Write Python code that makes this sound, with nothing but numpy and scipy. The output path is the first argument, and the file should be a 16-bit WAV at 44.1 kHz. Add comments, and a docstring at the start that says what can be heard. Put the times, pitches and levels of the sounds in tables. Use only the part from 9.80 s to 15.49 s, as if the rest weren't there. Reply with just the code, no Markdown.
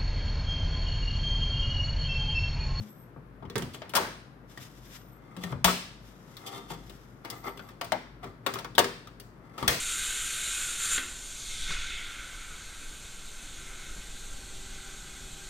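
"""Plasma torch in a metal shed

One microphone by the console, extraction air rumbling underneath. The jet roars through steel plate,
shrieks at the plate's edge and dies with a pop. Gas hisses on; a surge sinks in pitch, sputters and
fades. The gantry's drive starts to whine, and the hiss shifts as the microphone moves along the console."""
import sys
import numpy as np
from scipy import signal
from scipy.fft import rfft, irfft
from scipy.io import wavfile
from scipy.ndimage import uniform_filter1d

SR = 44100
rng = np.random.default_rng(int(sys.argv[2]) if len(sys.argv) > 2 else 0)


def dump(signal):
    """Clip the signal to [-1, 1] and save it as 16-bit WAV at the path in sys.argv[1]."""
    limited = np.clip(np.atleast_2d(signal).T, -1, 1)
    pcm = np.round(limited * 32767).astype(np.int16)
    wavfile.write(sys.argv[1], SR, pcm)


N = 250929
TIME = np.arange(N) / SR
FULL_HZ, BAND_HZ = np.fft.rfftfreq(N, 1 / SR), np.fft.rfftfreq(1024, 1 / SR)
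FRAME_S = np.arange(N // 256 + 5)[:, None] * 256 / SR

# Spectra at the console. Each row: frequency in Hz, relative level in dB.
JET_SPECTRUM = [(100, -94), (400, -87.5), (900, -104), (1150, -80.5), (1400, -79), (2500, -74), (3800, -72),
                (5000, -83.5), (6000, -76.5), (8000, -75), (10000, -78.5), (12000, -84.5), (14000, -93),
                (15200, -100)]
GAS_SPECTRUM = [(300, -91), (900, -95), (1400, -93), (2500, -89), (3800, -85.5), (5000, -94), (6000, -90),
                (8000, -90), (10000, -96.5), (12000, -101), (14000, -106), (15200, -111)]
MIC_MOVE_CHANGE = [(2000, -0.5), (4000, 0.5), (6000, 1.5), (7000, -0.5), (8100, 3.5), (9300, -3.5),
                   (11500, 1.5), (12500, -1), (13400, 0)]  # added to the hiss as the microphone moves
EXTRACTION_SPECTRUM = [(4, -66), (12, -56), (25, -61.5), (45, -66), (60, -74), (90, -78.5), (160, -83.5),
                       (330, -87), (600, -93), (1200, -93.5), (4000, -115)]
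CRACK_SPECTRUM = [(100, -21), (320, -11.5), (550, -10.5), (850, -18.5), (1130, -4), (1450, -13.5),
                  (1900, -3.5), (2600, -7.5), (3400, -7), (5000, -22), (15000, -34)]
SURGE_SPECTRUM = [(200, -47), (850, -37.5), (1300, -16), (1850, -10.5), (2170, -1.5), (2450, -5.5),
                  (2950, -5.5), (3580, 2), (4000, -4.5), (5000, -10), (6300, -6), (9000, -13),
                  (12000, -22.5), (15000, -34)]  # gas in the slatted table
THUD_SPECTRUM = [(30, -19), (80, -5.5), (180, 0.5), (270, -23), (700, -19.5), (3000, -44)]
WHEEL_SPECTRUM = [(60, -94), (130, -78.5), (190, -81.5), (300, -87.5), (450, -92.5), (700, -100),
                  (2000, -115)]  # gantry wheels on the rail
# The jet flares or falters. Each row: centre in seconds, half-width in seconds, change in dB.
JET_FLARES = [(.15, 0.18, 0.76), (.79, 0.064, 1.0), (.97, 0.031, -2), (1.048, 0.047, 4.5),
              (1.137, 0.034, 7.0)]
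# The jet on the plate's edge. Each row: pitch in Hz, width in Hz, relative level in dB.
EDGE_TONES = [(7040, 32, -7), (7130, 100, -5), (7420, 110, -3.5), (6920, 370, -5), (9155, 42, -9),
              (12600, 200, -23.5), (14800, 400, -25)]
# Draught at the microphone. Each row: centre in seconds, half-width in seconds, lift in dB.
DRAUGHT_GUSTS = [(1.95, 0.25, 10), (4.45, 0.49, 5.1)]
# Pops at the nozzle. Each row: start in seconds, crack gain in dB, crack decay in seconds,
# ring gain in dB.
TORCH_POPS = [(1.179, -55.5, 0.012, -21.5), (1.882, -69, 0.0035, -46), (1.894, -67, 0.011, -41),
              (1.906, -63, 0.008, -35), (1.966, -77, .002, -42)]
# What a pop rings in the table. Each row: pitch in Hz, relative level in dB, T60 in seconds.
TABLE_MODES = [(274, -19, 0.17), (348, -20.5, 0.12), (1150, -7.5, 0.022), (1452, -7, .02),
               (2250, -7, 0.017), (3280, -6, 0.013)]
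# Gas after the cut. Each row: time of full strength in seconds, hold in seconds, gain in dB,
# rise and fall in dB per second, tilt in dB per octave.
GAS_GUSHES = [(1.25, 0.15, -94, 60, 14, 9), (1.83, 0.32, -73, 46, 19, 0.5),
              (1.912, 0.0087, -67.5, 282, 182, -6), (3.902, 0.15, -84.5, 21, 80, -11.5),
              (5.05, .06, -90, 45, 45, -13)]
# Dull knocks. Each row: start in seconds, gain in dB, decay in seconds.
LOW_KNOCKS = [(1.888, -63, 0.048), (4.162, -62.5, 0.021)]
# The gantry's motor and gears. Each row: pitch in Hz, level in dB.
DRIVE_TONES = [(378, -62.5), (793, -66), (1380, -86), (1587, -74), (1983, -68.5), (2466, -74)]
# The shed's tail. Each row: frequency in Hz, T60 in seconds.
SHED_DECAY = [(200, 0.82), (1500, 0.57), (3500, 0.71), (7000, 0.88), (14000, 0.48)]
# How much room the microphone hears. Each row: frequency in Hz, reverberant share from 0 to 1.
SHED_SHARE = [(200, 0.36), (1500, 0.37), (3500, 0.37), (7000, 0.13), (14000, 0.3)]
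# Resonances of the shed and microphone. Each row: centre in Hz, width in Hz, lift in dB.
ROOM_MIC_RESONANCES = [(1410, 113, 10), (1558, 48, 7), (2000, 22, 2.5), (2160, 65, 5), (2445, 62, 3),
                       (2560, 20, 5.5), (3014, 29, 3.5), (3190, 20, 4), (3363, 53, 4), (3630, 126, 3),
                       (4400, 330, 3.5), (5430, 150, 1), (6644, 500, 6), (7375, 236, 4.5), (8360, 230, 6),
                       (9125, 270, 7), (10870, 400, 2), (12600, 198, 4.5), (13400, 230, 1), (14857, 380, 4)]


def gain_of(db):
    """Decibels to amplitude."""
    return 10 ** (np.asarray(db) / 20)


def unit_rms(x):
    """Scales to rms 1."""
    return x / np.sqrt(np.mean(x ** 2) + 1e-20)


def curve_at(points, hz):
    """Reads a table along a log-frequency axis."""
    table_hz, value = np.transpose(points)
    return np.interp(np.log(hz + 1), np.log(table_hz + 1), value)


def swells(rows):
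    """Sum of smooth bumps in dB."""
    return sum(db * np.exp(-((TIME - centre) / width) ** 2) for centre, width, db in rows)


def wobble(rate_hz):
    """Smooth random motion of rms 1, up to the given rate."""
    return unit_rms(irfft(rfft(rng.standard_normal(N)) / (1 + (FULL_HZ / rate_hz) ** 4), N))


def noise(spectrum):
    """Steady noise with the given dB per Hz."""
    white = rfft(rng.standard_normal(N))
    return irfft(white * gain_of(curve_at(spectrum, FULL_HZ)), N) * np.sqrt(SR / 2)


def turbulence(field_db, patchy_db):
    """Noise on a field of dB per Hz, broken into short eddies."""
    white = rng.standard_normal(len(FRAME_S) * 256)
    frames = signal.stft(white, nperseg=1024, noverlap=768)[2].T[:len(FRAME_S)]
    eddies = uniform_filter1d(rng.standard_normal(frames.shape), size=7, axis=0)
    eddies = unit_rms(uniform_filter1d(eddies, size=16, axis=1))
    frames = frames * gain_of(field_db + patchy_db * eddies)
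    return signal.istft(frames.T, nperseg=1024, noverlap=768)[1][:N] * np.sqrt(SR / 2)


def plasma_jet(off_s=1.178, sag_db_per_s=1, shriek_growth=2.52):
    """The jet roars and flutters, spits molten drops, and whistles on the edge of the plate."""
    strength_db = 0.07 - sag_db_per_s * TIME + swells(JET_FLARES)  # sags as the cut nears the edge
    roar = turbulence(curve_at(JET_SPECTRUM, BAND_HZ), patchy_db=0.86)
    roar *= gain_of(0.64 * wobble(rate_hz=54))
    drops = rng.random(N) < 160 / SR  # about 160 a second
    drop_db = 3 * np.minimum(rng.exponential(1, N), 3.5)
    tick = noise(JET_SPECTRUM)[:300] * np.exp(-TIME[:300] / 0.001)
    spit = signal.oaconvolve(drops * gain_of(drop_db), tick)[:N]
    shriek = 0
    for hz, width, db in EDGE_TONES:  # each wanders in phase and strength
        phase = 2 * np.pi * hz * TIME
        shriek += gain_of(db) * (wobble(width / 2) * np.cos(phase) + wobble(width / 2) * np.sin(phase))
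    shriek_db = -48.5 + shriek_growth * strength_db + 1.7 * wobble(rate_hz=200)
    body = gain_of(strength_db) * (gain_of(-1.7) * roar + gain_of(-8.5) * spit)
    burning = np.clip((off_s - TIME) / 0.0024 + 0.5, 0, 1)
    return burning * (body + unit_rms(shriek) * gain_of(shriek_db))


def shield_gas(flow_db=-0.16, move_start_s=3.65, move_length_s=2):
    """Gas keeps hissing from the nozzle; its colour shifts as the microphone moves along the console."""
    moved = np.clip((FRAME_S - move_start_s) / move_length_s, 0, 1)
    field_db = curve_at(GAS_SPECTRUM, BAND_HZ) + flow_db + moved * curve_at(MIC_MOVE_CHANGE, BAND_HZ)
    return turbulence(field_db, patchy_db=1.0) * gain_of(0.28 * wobble(rate_hz=34))


def extraction_air(deep_hz=65, calm_db=-1.46):
    """Extraction rumble; the draught at the microphone lifts its deepest part."""
    rumble = noise(EXTRACTION_SPECTRUM)
    deep = signal.sosfiltfilt(signal.butter(2, deep_hz, fs=SR, output="sos"), rumble)
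    return rumble - deep + deep * gain_of(calm_db + swells(DRAUGHT_GUSTS))


def nozzle_pops(attack_s=0.00063):
    """Sudden puffs at the nozzle: each cracks and rings the hollow table."""
    puff, pops = noise(CRACK_SPECTRUM), np.zeros(N)
    for start, crack_db, decay, ring_db in TORCH_POPS:
        age = np.maximum(TIME - start, 0)
        crack = gain_of(crack_db) * puff * np.exp(-age / decay)
        ring = sum(gain_of(db - 60 * np.minimum(age / t60, 3)) * np.sin(2 * np.pi * hz * age)
                   for hz, db, t60 in TABLE_MODES)
        pops += np.minimum(age / attack_s, 1) * (crack + gain_of(ring_db) * ring)
    return pops


def gas_surge(slows_at_s=1.89, slowing_s=0.22, fast_top_hz=15000, slow_top_hz=4700):
    """Gushes of jet noise swell, hold, sputter and fade; their upper edge sinks as the gas slows."""
    octaves = np.log2(np.maximum(BAND_HZ, 1000) / 2500)
    power = 0
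    for full_s, hold, db, rise, fall, tilt_db in GAS_GUSHES:
        age = FRAME_S - full_s
        level_db = db - rise * np.maximum(-age, 0) - fall * np.maximum(age - hold, 0)
        db_per_octave = np.clip(tilt_db - 18.5 * age, -13, 7.5)  # each gush darkens as it ages
        power += gain_of(level_db + db_per_octave * octaves) ** 2
    speed = 0.5 - 0.5 * np.tanh((FRAME_S - slows_at_s) / slowing_s)
    top_hz = slow_top_hz + (fast_top_hz - slow_top_hz) * speed
    power /= 1 + (BAND_HZ / top_hz) ** 3.1
    field_db = curve_at(SURGE_SPECTRUM, BAND_HZ) + 10 * np.log10(power)
    return turbulence(field_db, patchy_db=1.9) * gain_of(0.64 * wobble(rate_hz=170))


def thuds(attack_s=0.005):
    """Soft low knocks with no ring."""
    envelope = 0
    for start, db, decay in LOW_KNOCKS:
        age = np.maximum(TIME - start, 0)
        envelope += gain_of(db) * np.minimum(age / attack_s, 1) * np.exp(-age / decay)
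    return noise(THUD_SPECTRUM) * envelope


def gantry_drive(start_s=3.23, grow_s=2.55):
    """Motor and gear tones waver slightly and grow, with the wheels' rumble swelling ahead of them."""
    speed = 1 + 0.001397 * wobble(rate_hz=7.27)
    motor_time = np.cumsum(speed) / SR
    whine = sum(gain_of(db + 2.4 * wobble(rate_hz=22)) * np.sin(2 * np.pi * hz * motor_time)
                for hz, db in DRIVE_TONES)
    level = np.clip((TIME - start_s) / grow_s, 0, 1) ** 0.61
    return np.sqrt(2) * whine * level + noise(WHEEL_SPECTRUM) * np.sqrt(level)


def shed_echoes(echoes_per_s=3000, gap_s=0.003):
    """One tail of sparse reflections; the highest treble dies first."""
    count = SR * 3 // 4
    signs = rng.choice([-1., 1.], count)
    taps = signs * (rng.random(count) < echoes_per_s / SR) * (TIME[:count] > gap_s)
    hz, age, frames = signal.stft(taps, SR, nperseg=256)
    t60 = curve_at(SHED_DECAY, hz)[:, None]
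    share = curve_at(SHED_SHARE, hz)[:, None]
    energy = np.sum(taps ** 2) / TIME[count] * t60 / np.log(10 ** 6)
    frames = frames * gain_of(-60 * age / t60) * np.sqrt(share / energy)
    return signal.istft(frames, SR, nperseg=256)[1]


def shed(x, crossfade_hz=0.7994):
    """Direct sound plus two crossfading reverb tails, which keep the echo smooth and free of ringing."""
    direct = irfft(rfft(x) * np.sqrt(1 - curve_at(SHED_SHARE, FULL_HZ)), N)
    running = np.pad(x, (SR, 0), mode="reflect")  # the shed is already full of sound
    angle = 2 * np.pi * crossfade_hz * np.arange(len(running)) / SR
    wet = sum(signal.fftconvolve(running * fade, shed_echoes())
              for fade in (np.cos(angle), np.sin(angle)))
    return direct + wet[SR:SR + N]


def room_mic_colour(x):
    """Steady resonances of the shed and microphone colour the torch, gas and drive alike."""
    hz = abs(np.fft.fftfreq(8192, 1 / SR))
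    lift_db = sum(db * np.exp(-0.5 * ((hz - centre) / width) ** 2)
                  for centre, width, db in ROOM_MIC_RESONANCES)
    minimum_phase = np.exp(np.conj(signal.hilbert(np.log(gain_of(lift_db)))))
    ring = np.fft.ifft(minimum_phase).real
    return signal.oaconvolve(x, ring[:len(ring) // 2])[:N]


def scene():
    """Torch and machine heard from the console, one microphone on both channels."""
    torch = shed(plasma_jet() + nozzle_pops() + shield_gas() + gas_surge())
    mono = room_mic_colour(torch + gantry_drive()) + extraction_air() + thuds()
    return np.array([mono, mono])


def record(dry):
    """The recorder's band limit: a steep cut above 15.3 kHz."""
    lowpass = signal.firwin(511, 15300, window=("kaiser", 9), fs=SR)
    return signal.oaconvolve(dry, lowpass[None], "same")


dry = scene()
out = record(dry)
dump(out)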